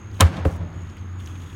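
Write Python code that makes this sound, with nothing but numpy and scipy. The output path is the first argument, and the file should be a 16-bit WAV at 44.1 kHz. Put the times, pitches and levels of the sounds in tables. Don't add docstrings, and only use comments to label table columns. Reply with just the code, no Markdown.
import sys
import numpy as np
from scipy import signal
from scipy.fft import rfft, irfft, next_fast_len
from scipy.io import wavfile
from scipy.ndimage import uniform_filter1d, map_coordinates

SR = 44100
rng = np.random.default_rng(int(sys.argv[2]) if len(sys.argv) > 2 else 0)


def gain_from_decibels(decibels):
    exponent = np.asarray(decibels, float) / 20
    return 10 ** exponent


def unload_audio(sound):
    columns = np.transpose(np.atleast_2d(sound))
    steps = np.round(np.clip(columns, -1, 1) * 32767)
    wavfile.write(sys.argv[1], SR, steps.astype(np.int16))


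N = 68355
T = np.arange(N) / SR


def unit(x):
    return x / np.sqrt(np.mean(x ** 2) + 1e-20)


def along(points, hz):
    f, v = np.transpose(points)
    return np.interp(np.log(hz + 1), np.log(f + 1), v)


def wobble(rate):
    knots = rng.standard_normal(int(N * rate / SR) + 4)
    return map_coordinates(knots, [T * rate])


def filtered(x, response):
    m = next_fast_len(N + SR // 2)
    return irfft(rfft(x, m) * response(np.fft.rfftfreq(m, 1 / SR)), m)[:N]


def peak(f, hz, width_hz):
    return 1j * f * width_hz / (hz * hz - f * f + 1j * f * width_hz)


def coloured(noise, spectrum):
    return unit(filtered(noise, lambda f: gain_from_decibels(along(spectrum, f))))


def rush(spectrum, patchy_db):
    z = signal.stft(rng.standard_normal(N), nperseg=512)[2]
    field = uniform_filter1d(rng.standard_normal(z.shape), size=6, axis=0)
    field = uniform_filter1d(field, size=12, axis=1)
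    patchy = signal.istft(z * gain_from_decibels(patchy_db * unit(field)), nperseg=512)[1][:N]
    return coloured(patchy, spectrum)


def tread_slaps():
    # start in seconds, rise in seconds, t60 in seconds, level in dB, brightness from 0 to 1.
    contacts = [
        (0.1915, 0.0012, 0.06, -37.5, 0),
        (0.1995, 0.0041, 0.042, -11, 0.13),
        (0.2058, .0015, 0.014, -2, 0.88),
        (0.2093, 0.0019, 0.098, -10.5, 0.09),
        (0.4489, 0.0032, 0.068, -26.5, 0.08),
    ]
    # frequency in Hz, level in dB per Hz.
    dull_colour = [(90, -42), (160, -1.5), (300, -0.5), (600, -8), (1050, -2), (1600, -7.5), (3500, -17.5),
                   (8000, -36.5)]
    # frequency in Hz, level in dB per Hz.
    bright_colour = [(290, -46), (500, -37), (1280, -2), (1950, 0.5), (3750, 3.5), (4800, -9.5), (9220, -3),
                     (16000, -10)]
    # frequency in Hz, half width in Hz, level in dB (not used: every resonance
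    tread = [(1000, 37, 0), (3077, 120, 0), (5320, 360, -10), (6480, 660, -8), (6920, 330, -7),
             (8730, 150, -9), (9550, 58, -13)]
    tread_db, grain_db = 1, 4

    def through_tread(f):
        resonances = sum(2 * peak(f, hz, 2 * half_width) for hz, half_width, _ in tread)
        return gain_from_decibels(along(bright_colour, f)) * (1 + gain_from_decibels(tread_db) * resonances)

    out = np.zeros(N)
    for start, rise, t60, db, bright in contacts:
        t = np.maximum(T - start, 0)
        noise = rng.standard_normal((2, N)) * gain_from_decibels(grain_db * wobble(1200))
        dull = coloured(noise[0], dull_colour)
        sharp = unit(filtered(noise[1], through_tread))
        shape = np.minimum(t / rise, 1) ** 2 * gain_from_decibels(-60 * np.maximum(t - rise, 0) / t60)
        out += gain_from_decibels(db) * shape * ((1 - bright) * dull + bright * sharp)
    return out


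def crack_rings():
    # frequency in Hz, level in dB, t60 in seconds.
    tones = [(1046, -17.5, 0.051), (2880, -27, .03), (3138, -13.5, 0.0452), (3675, -18, 0.044),
             (9330, -21.5, 0.017)]
    crack_s, rise_s = 0.2062, 0.00098
    t = np.maximum(T - crack_s, 0)
    rings = sum(gain_from_decibels(db - 60 * t / t60) * np.sin(2 * np.pi * hz * t) for hz, db, t60 in tones)
    return np.minimum(t / rise_s, 1) * rings


def air_booms():
    # start in seconds, level in dB, swell in seconds, hold in seconds, lowest pitch in Hz.
    squeezes = [
        (0.2112, -5, 0.023, 0.0257, 80.6),
        (.4566, -11.5, 0.00372, 0.025, 73.8),
    ]
    boom_hz, sag_after_s, sag_s = 94.55, 0.008, 0.0029
    octave_db, linger_db, linger_s = -21, -13, 0.5
    out = np.zeros(N)
    for start, db, swell, hold, low_hz in squeezes:
        t = np.maximum(T - start, 0)
        unsagged = (1 - np.tanh((t - swell - sag_after_s) / sag_s)) / 2
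        hz = low_hz + (boom_hz - low_hz) * unsagged
        phase = 2 * np.pi * np.cumsum(hz * (t > 0)) / SR
        late = np.maximum(t - swell - hold, 0)
        choke_s = 0.13 * (swell + hold)
        decay = np.exp(-late / choke_s) + gain_from_decibels(linger_db - 60 * t / linger_s)
        shape = np.minimum(t / swell, 1) ** 0.89 * decay
        out += gain_from_decibels(db) * shape * (np.sin(phase) + gain_from_decibels(octave_db) * np.cos(2 * phase))
    return out


def carcass():
    # start in seconds, level in dB, rise in seconds.
    knocks = [
        (.212, -15, 0.0086),
        (.4505, -13.5, 0.0051),
    ]
    # frequency in Hz, level in dB, t60 in seconds.
    modes = [(166.1, -13, 1), (209, -4.5, 0.036), (289.8, 0.5, 0.085), (349, -9.5, 0.14), (423, -2, 0.083),
             (527.8, -1, 0.1), (690.4, -7.5, .08), (1116, 10, 0.014)]
    squash, squash_s = 1.545, 0.002
    out = np.zeros(N)
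    for start, db, rise in knocks:
        t = np.maximum(T - start, 0)
        bent = t + squash * squash_s * (1 - np.exp(-t / squash_s))
        onset = np.minimum(t / rise, 1) ** 2
        for hz, mode_db, t60 in modes:
            out += gain_from_decibels(db + mode_db - 60 * t / t60) * onset * np.sin(2 * np.pi * hz * bent)
    return out


def delays(f, echoes):
    return sum(gain_from_decibels(db) * np.exp(-2j * np.pi * f * s) for s, db in echoes)


def shed_echoes(contact, boom):
    # delay in seconds, level in dB, top frequency in Hz.
    slap_echoes = [(.161, -25, 6600), (.174, -13, 860), (.318, -45.5, 12100)]
    # delay in seconds, level in dB.
    boom_echoes = [(.118, -19.5), (.176, -19.5), (.30, -22.5), (.38, -17.5)]
    smear_s = 0.0075
    walls = filtered(contact, lambda f: sum(
        delays(f, [(s, db)]) / (1 + 1j * f / top_hz) ** 3 for s, db, top_hz in slap_echoes))
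    rough = rng.standard_normal(2000) * gain_from_decibels(-60 * np.arange(2000) / SR / smear_s)
    smeared = signal.fftconvolve(walls, rough / np.linalg.norm(rough))[:N]
    return 0.5 * walls + smeared + filtered(boom, lambda f: delays(f, boom_echoes))


def tail(spectrum, tilt_db, rise):
    # frequency in Hz, t60 in seconds.
    decay = [(80, 0.91), (300, 0.98), (1000, 0.97), (3000, 0.69), (8000, 0.37), (15000, 0.36)]
    tilt_hz = 500
    untilted = filtered(rng.standard_normal(N), lambda f: gain_from_decibels(along(spectrum, f)))
    tilted = filtered(rng.standard_normal(N),
                      lambda f: gain_from_decibels(along(spectrum, f) + tilt_db * np.log2(1 + f / tilt_hz)))
    hz, t, z = signal.stft(tilted / np.std(untilted), SR, nperseg=256)
    fading = z * gain_from_decibels(-60 * t / along(decay, hz)[:, None])
    x = signal.istft(fading, SR, nperseg=256)[1][:N]
    return x * np.minimum(T / rise, 1) * gain_from_decibels(1.5 * wobble(40))


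def lot_and_trees():
    # start in seconds, level in dB, tilt in dB per octave.
    blows = [
        (.209, 2, 1),
        (.455, 0.5, -3.5),
    ]
    # frequency in Hz, level in dB per Hz.
    nearby_colour = [(76, -26.5), (130, -4.5), (300, -15.5), (700, -17), (1600, -22.5), (4000, -34),
                     (9000, -42), (16000, -61)]
    # frequency in Hz, level in dB per Hz.
    trees_colour = [(76, -49), (130, -6), (453, -25), (565, -17), (1060, -26), (3070, -34.5), (6340, -43),
                    (16000, -66.5)]
    lot_db, lot_rise_s = -30, 0.0041
    trees_db, trees_delay_s, trees_rise_s = -35.5, 0.12, 0.04
    out = np.zeros(N)
    for start, db, tilt_db in blows:
        nearby = tail(nearby_colour, tilt_db, lot_rise_s)
        trees = tail(trees_colour, tilt_db, trees_rise_s)
        out += gain_from_decibels(db + lot_db) * np.pad(nearby, (int(start * SR), 0))[:N]
        out += gain_from_decibels(db + trees_db) * np.pad(trees, (int((start + trees_delay_s) * SR), 0))[:N]
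    return out


def grit_ticks():
    # start in seconds, peak level in dB, pitch in Hz.
    grains = [(.113, -47, 4650), (.147, -47.5, 3885), (0.729, -50.5, 4500), (0.819, -54.5, 5500),
              (0.871, -47, 3970), (0.898, -41.5, 4920), (0.968, -40, 2600), (.981, -47, 4440),
              (1.075, -51, 3310), (1.127, -51, 2540), (1.205, -40, 2815), (1.2595, -35.5, 5230),
              (1.273, -32.5, 2980), (1.323, -50, 2760), (1.373, -58, 2450), (1.419, -41, 3300),
              (1.439, -41, 2500), (1.501, -41, 3300)]
    tick_s, width, noise_db = 0.022, 0.43, -17
    out = np.zeros(N)
    for start, db, hz in grains:
        t = np.maximum(T - start, 0)
        grit = unit(filtered(rng.standard_normal(N), lambda f: (
            peak(f, hz, width * hz) ** 2 + gain_from_decibels(noise_db) * peak(f, 5300, 7700))))
        tick = gain_from_decibels(-60 * t / tick_s) * np.minimum(t / 0.0012, 1) * grit
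        out += gain_from_decibels(db - 1.5) * tick / np.abs(tick).max()
    return out


def rustles():
    # start in seconds, length in seconds, level in dB, airy share from 0 to 1.
    moves = [(0.123, 0.096, -54.5, 0.42), (0.227, .2, -63, .4), (0.439, .145, -54.5, 0.75),
             (0.726, 0.331, -62.5, 0.25), (1.174, .45, -54.5, 0.36)]
    # frequency in Hz, level in dB per Hz.
    scuff_colour = [(1500, -33.5), (2500, -2), (3400, 0.5), (4500, -14.5), (9000, -19), (16000, -41)]
    # frequency in Hz, level in dB per Hz.
    air_colour = [(2500, -31), (6000, 7.5), (11000, -2), (16000, -4)]
    edge_s = 0.024
    scuff = gain_from_decibels(2 * wobble(45) + 3 * wobble(250)) * rush(scuff_colour, patchy_db=2.5)
    hiss = gain_from_decibels(1.512 * wobble(40) + 1.5 * wobble(220)) * rush(air_colour, patchy_db=-0.5)
    out = np.zeros(N)
    for start, length, db, airy in moves:
        fade = np.clip(np.minimum(T - start, start + length - T) / edge_s, 0, 1)
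        out += gain_from_decibels(db) * fade * ((1 - airy) * scuff + airy * hiss)
    return out


def machine_hum():
    # time in seconds, level in dB.
    swells = [(0.0, -37.5), (0.158, -29.5), (0.436, -32.5), (0.876, -37), (1.078, -32.5), (1.268, -32.5),
              (1.55, -35.5)]
    hum_hz, width_hz, line_db = 90.2, 13.4, -10.5
    s, db = np.transpose(swells)
    drone = unit(filtered(rng.standard_normal(N), lambda f: peak(f, hum_hz, width_hz) ** 2))
    line = np.sin(2 * np.pi * np.cumsum(hum_hz + 2.74 * wobble(5.4)) / SR)
    return gain_from_decibels(np.interp(T, s, db)) * (drone + gain_from_decibels(line_db) * line)


def insects():
    # time in seconds, level in dB, pitch in Hz.
    song = [(0.0, -61, 6546), (0.384, -67, 6550), (0.91, -62, 6660), (1.03, -62.5, 6470),
            (1.17, -63.5, 6730), (1.32, -62, 6480), (1.446, -59.5, 6670), (1.55, -60.5, 6700)]
    width_hz, trill_hz, trill_depth = 220, 70, 0.3
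    s, db, hz = np.transpose(song)
    buzz = [unit(filtered(rng.standard_normal(N), lambda f: 1 / (1 + (f / width_hz) ** 4)))
            for _ in range(2)]
    phase = 2 * np.pi * np.cumsum(np.interp(T, s, hz) + 40 * wobble(14)) / SR
    band = buzz[0] * np.cos(phase) + buzz[1] * np.sin(phase)
    trill = 1 + trill_depth * np.sin(2 * np.pi * trill_hz * T + wobble(14))
    return gain_from_decibels(np.interp(T, s, db) + 1.5 + 1.5 * wobble(4.7)) * trill * band


def traffic():
    # frequency in Hz, level in dB per Hz.
    road_colour = [(25, -7.5), (60, -4.5), (130, -5.5), (320, -13), (600, -29), (1200, -22), (3000, -35),
                   (5500, -50), (16000, -61.5)]
    return gain_from_decibels(-40) * rush(road_colour, patchy_db=0.7)


def scene():
    slap = tread_slaps() + crack_rings()
    boom, wall = air_booms(), carcass()
    answer = shed_echoes(slap + 0.35 * wall, boom) + lot_and_trees()
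    movement = grit_ticks() + rustles()
    background = machine_hum() + insects() + traffic()
    return (slap + wall + boom + answer + movement + background)[None]


def top_cut(x):
    return signal.sosfilt(signal.butter(12, 16350, fs=SR, output="sos"), x)


def record(dry):
    bass_hz, ceiling, top_hz = 35, 0.95, 16350
    x = filtered(dry[0], lambda f: (f / bass_hz) ** 2 / (1 + (f / bass_hz) ** 2))
    x = x / (1 + np.abs(x / ceiling) ** 6) ** (1 / 6)
    x = filtered(x, lambda f: f < top_hz)
    return top_cut(x[None])


dry = scene()
out = record(dry)
unload_audio(out)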